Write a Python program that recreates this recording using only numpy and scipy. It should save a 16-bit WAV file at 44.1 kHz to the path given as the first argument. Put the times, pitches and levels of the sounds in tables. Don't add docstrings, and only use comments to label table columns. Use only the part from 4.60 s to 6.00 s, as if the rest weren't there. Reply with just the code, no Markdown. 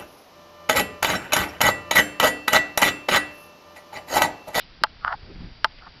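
import sys
import numpy as np
from scipy import signal
from scipy.fft import rfft, irfft
from scipy.io import wavfile

SR = 44100
rng = np.random.default_rng(int(sys.argv[2]) if len(sys.argv) > 2 else 0)


def log_audio(samples):
    frames = np.atleast_2d(samples).T
    limited = np.clip(frames, -1, 1)
    pcm = np.round(limited * 32767).astype(np.int16)
    wavfile.write(sys.argv[1], SR, pcm)


N = 61739

# pitch_hz, level_db
HISS_COLOUR = [(59, -49), (100, 2.5), (232, -6.5), (284, -9), (342, -11), (794, -12), (1020, -14.5),
               (1580, -13), (4000, -14.5), (4650, -13.5), (5600, -19), (7280, -33), (12300, -120)]
# pitch_hz, level_db
WHINE_TONES = [(4702.5, -61.5), (4763, -63), (4822, -66)]
# peak_s, level_db, width_s, pitch_hz
CLOTH_BRUSHES = [(.01, -45, .033, 3300), (1.114, -52, .004, 2600), (1.19, -52, .018, 2250)]
# peak_s, level_db, rise_s, fall_s, cutoff_hz
BED_THUMPS = [(0.219, -37.5, .003, 0.0054, 440), (.447, -44, 0.0097, 0.026, 200),
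              (0.553, -41, 0.0025, 0.014, 80.7), (0.634, -34, 0.0053, 0.0035, 100),
              (0.674, -50.5, 0.054, 0.06, 486), (0.707, -38.5, 0.014, 0.017, 390),
              (0.761, -37.5, .015, 0.011, 256), (0.807, -35, 0.0064, 0.023, 162),
              (.838, -36, 0.036, 0.042, 237.6), (0.859, -47, 0.023, 0.041, 309)]
# start_s, level_db, pitch_factor, snap_db, tick_db, edge_db
CASING_CLICKS = [(0.2372, -1.1, 0.998, -14.5, -4, -3.5), (1.0451, -1.5, 1.0215, -9, -9, -12)]
# delay_s, level_db, pitch_hz
CLICK_BOUNCES = [(.00312, -6.5, 1220), (.00571, -15.5, 1378), (.00986, -14.5, 1082)]
# pitch_hz, level_db, ring_s (time to fade by 60 dB)
CASING_TONES = [(685.6, -15.5, 0.036), (854, -12, 0.046), (1004, -15.5, 0.042), (1265, -29, 0.057),
                (1387, -15.5, 0.03), (1500, -42, 0.018), (2003, -24.5, 0.032), (2740, -21, 0.024),
                (3128, -20, 0.025), (4930, -17, 0.011)]
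# time_s, level_db, pitch_hz
MAIN_CHIRR_PATH = [(.41, -56, 1300), (.438, -43, 1300), (.452, -31.5, 1150), (.465, -30, 1380),
                   (.486, -29.5, 1180), (.5, -30, 1380), (.526, -27.5, 1220), (.54, -29.5, 930),
                   (.551, -44, 880), (.565, -66, 880)]
# time_s, level_db, pitch_hz
FAINT_CHIRR_PATH = [(1.205, -66, 1500), (1.223, -48, 1400), (1.261, -51, 1250), (1.265, -39, 1120),
                    (1.279, -39, 1020), (1.286, -64, 950)]
# pitch_hz, level_db
HOLLOW_COLOUR = [(300, -47), (530, -30), (635, -13), (740, -8), (870, -5.5), (1060, -9), (1220, -8),
                 (1450, -7.5), (1750, -11.5), (2050, -20), (2250, -30.5), (2650, -44.5), (3050, -27.5),
                 (3500, -39), (4400, -33.5), (5500, -44)]
# start_s, level_db, pitch_hz, rise_s
CHIRR_CATCHES = [(0.4477, -7.5, 1296, 0.00034), (0.4776, -14, 1330, 0.00062), (.4797, -10, 1278, 0.00033),
                 (0.524, -16, 1210, 0.00055), (0.5278, -13, 1270, 0.00027), (.536, -28.5, 855, 0.0019)]

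SNAP_HZ, SNAP_RISE_S = 2973, 0.00047
TICK_HZ, TICK_RISE_S = 4755, 0.00014
KNOCK_HZ, KNOCK_RISE_S = 1429, 0.00035
LEAD_S = 0.000509


def undb(db):
    return 10 ** (np.asarray(db) / 20)


def since(start):
    return np.maximum(np.arange(N) / SR - start, 0)


def shaped(sound, gain):
    filtered = irfft(rfft(sound) * gain(np.fft.rfftfreq(N, 1 / SR) + 1), N)
    return filtered / np.sqrt(np.mean(filtered ** 2))


def noise(gain):
    return shaped(rng.standard_normal(N), gain)


def colour(points):
    hz, db = np.array(points).T
    return lambda f: undb(np.interp(np.log(f), np.log(hz), db))


def low(hz, order=3):
    return lambda f: f / np.hypot(f, 20) / np.hypot(1, (f / hz) ** order)


def band(hz, width_hz):
    return lambda f: 1 / (1 + ((f - hz) / width_hz) ** 2 * hz / f)


def blip(start, hz, rise):
    t = since(start)
    return (t / rise / 2) ** 2 * np.exp(2 - t / rise) * np.sin(2 * np.pi * hz * t)


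def hiss(level_db=-51.5):
    return undb(level_db) * noise(lambda f: colour(HISS_COLOUR)(f) * f / np.hypot(f, 120))


def whine(rise_db_per_s=6, full_s=1.0):
    t = since(0)
    tones = sum(undb(db) * np.sin(2 * np.pi * hz * t) for hz, db in WHINE_TONES)
    return undb(rise_db_per_s * np.minimum(t - full_s, 0)) * tones


def handling_rumble(level_db=-51.5, boost_db=7, pounce_s=0.76, width_s=0.22):
    swing_db = boost_db * np.exp(-((since(0) - pounce_s) / width_s) ** 2)
    return undb(level_db + swing_db) * noise(low(hz=41.5, order=2))


def cloth_brushes():
    t = since(0)
    return sum(undb(db) * np.exp(-((t - peak) / width) ** 2) * noise(band(hz, 0.33 * hz))
               for peak, db, width, hz in CLOTH_BRUSHES)


def bed_thumps(rustle_db=-15.5):
    t, out = since(0), 0
    for peak, db, rise, fall, cutoff_hz in BED_THUMPS:
        push = np.exp(-np.maximum((peak - t) / rise, (t - peak) / fall))
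        thud = noise(low(cutoff_hz, order=4))
        rustle = undb(rustle_db) * noise(low(hz=3000))
        out += undb(db) * push * (thud + rustle)
    return out


def clicks(knock_db=0.02, crackle_db=-21, crackle_s=0.022):
    out = 0
    for start, db, pitch, snap_db, tick_db, _ in CASING_CLICKS:
        tick = undb(tick_db) * blip(start - LEAD_S, TICK_HZ * pitch, TICK_RISE_S)
        snap = undb(snap_db) * blip(start - LEAD_S, SNAP_HZ * pitch, SNAP_RISE_S)
        knock = undb(knock_db) * blip(start, KNOCK_HZ * pitch, KNOCK_RISE_S)
        bounces = sum(undb(bounce_db) * blip(start + delay / pitch, hz * pitch, rise=0.00032)
                      for delay, bounce_db, hz in CLICK_BOUNCES)
        t = since(start)
        fade = (t > 0) * undb(-60 * t / crackle_s)
        crackle = undb(crackle_db) * fade * noise(band(hz=4070, width_hz=1300))
        out += undb(db) * (tick + snap + knock + bounces + crackle + casing_ring(start, pitch))
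    return out


def click_edges(cutoff_hz=7900):
    spikes = np.zeros(N)
    for start, *_, edge_db in CASING_CLICKS:
        spikes[int(start * SR)] = undb(edge_db)
    return signal.sosfilt(signal.butter(1, cutoff_hz, fs=SR, output="sos"), spikes)


def casing_ring(start, pitch, delay_s=0.001476, rise_s=0.0013):
    t = since(start + delay_s)
    tones = sum(undb(db - 60 * t / ring_s) * np.sin(2 * np.pi * hz * pitch * t)
                for hz, db, ring_s in CASING_TONES)
    return tones * (1 - np.exp(-t / rise_s))


def trailing_tick():
    return undb(-34) * blip(start=0.2693, hz=1450, rise=KNOCK_RISE_S)


def chirr(path, pulses_per_s=2000, scatter_db=0.5, grains_db=-4, rasp_db=-2.5, rasp_width_hz=178):
    t = since(0)
    times, db, hz = np.array(path).T
    pulses = (rng.random(N) < pulses_per_s / SR) * undb(-scatter_db * rng.standard_normal(N))
    grains = shaped(pulses - pulses.mean(), colour(HOLLOW_COLOUR))
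    phase = 2 * np.pi * np.cumsum(np.interp(t, times, hz)) / SR
    rasp = noise(low(rasp_width_hz)) * np.sin(phase) + noise(low(rasp_width_hz)) * np.cos(phase)
    swell = undb(np.interp(t, times, db, left=-np.inf, right=-np.inf))
    return (undb(grains_db) * grains + undb(rasp_db) * rasp) * swell


def catches(snap_db=-24.5, tick_db=-25.5):
    out = 0
    for start, db, hz, rise in CHIRR_CATCHES:
        snap = undb(snap_db) * blip(start - LEAD_S, SNAP_HZ, SNAP_RISE_S)
        tick = undb(tick_db) * blip(start, TICK_HZ, TICK_RISE_S)
        out += undb(db) * (blip(start, hz, rise) + snap + tick)
    return out


def scene(chirr_low_hz=574, mic_top_hz=5700, mic_limit=0.76, fade_in_s=0.004):
    chirrs = catches() + chirr(MAIN_CHIRR_PATH) + chirr(FAINT_CHIRR_PATH)
    chirrs = signal.sosfilt(signal.butter(4, chirr_low_hz, "high", fs=SR, output="sos"), chirrs)
    mix = chirrs + clicks() + trailing_tick() + bed_thumps() + cloth_brushes()
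    mix += hiss() + whine() + handling_rumble()
    mix = np.clip(mix, -mic_limit, mic_limit) * np.minimum(since(0) / fade_in_s, 1)
    dulled = signal.sosfiltfilt(signal.butter(14, mic_top_hz, fs=SR, output="sos"), mix)
    return (dulled + click_edges())[None]


def record(dry):
    return signal.sosfiltfilt(signal.butter(14, 16500, fs=SR, output="sos"), dry)


dry = scene()
out = record(dry)
log_audio(out)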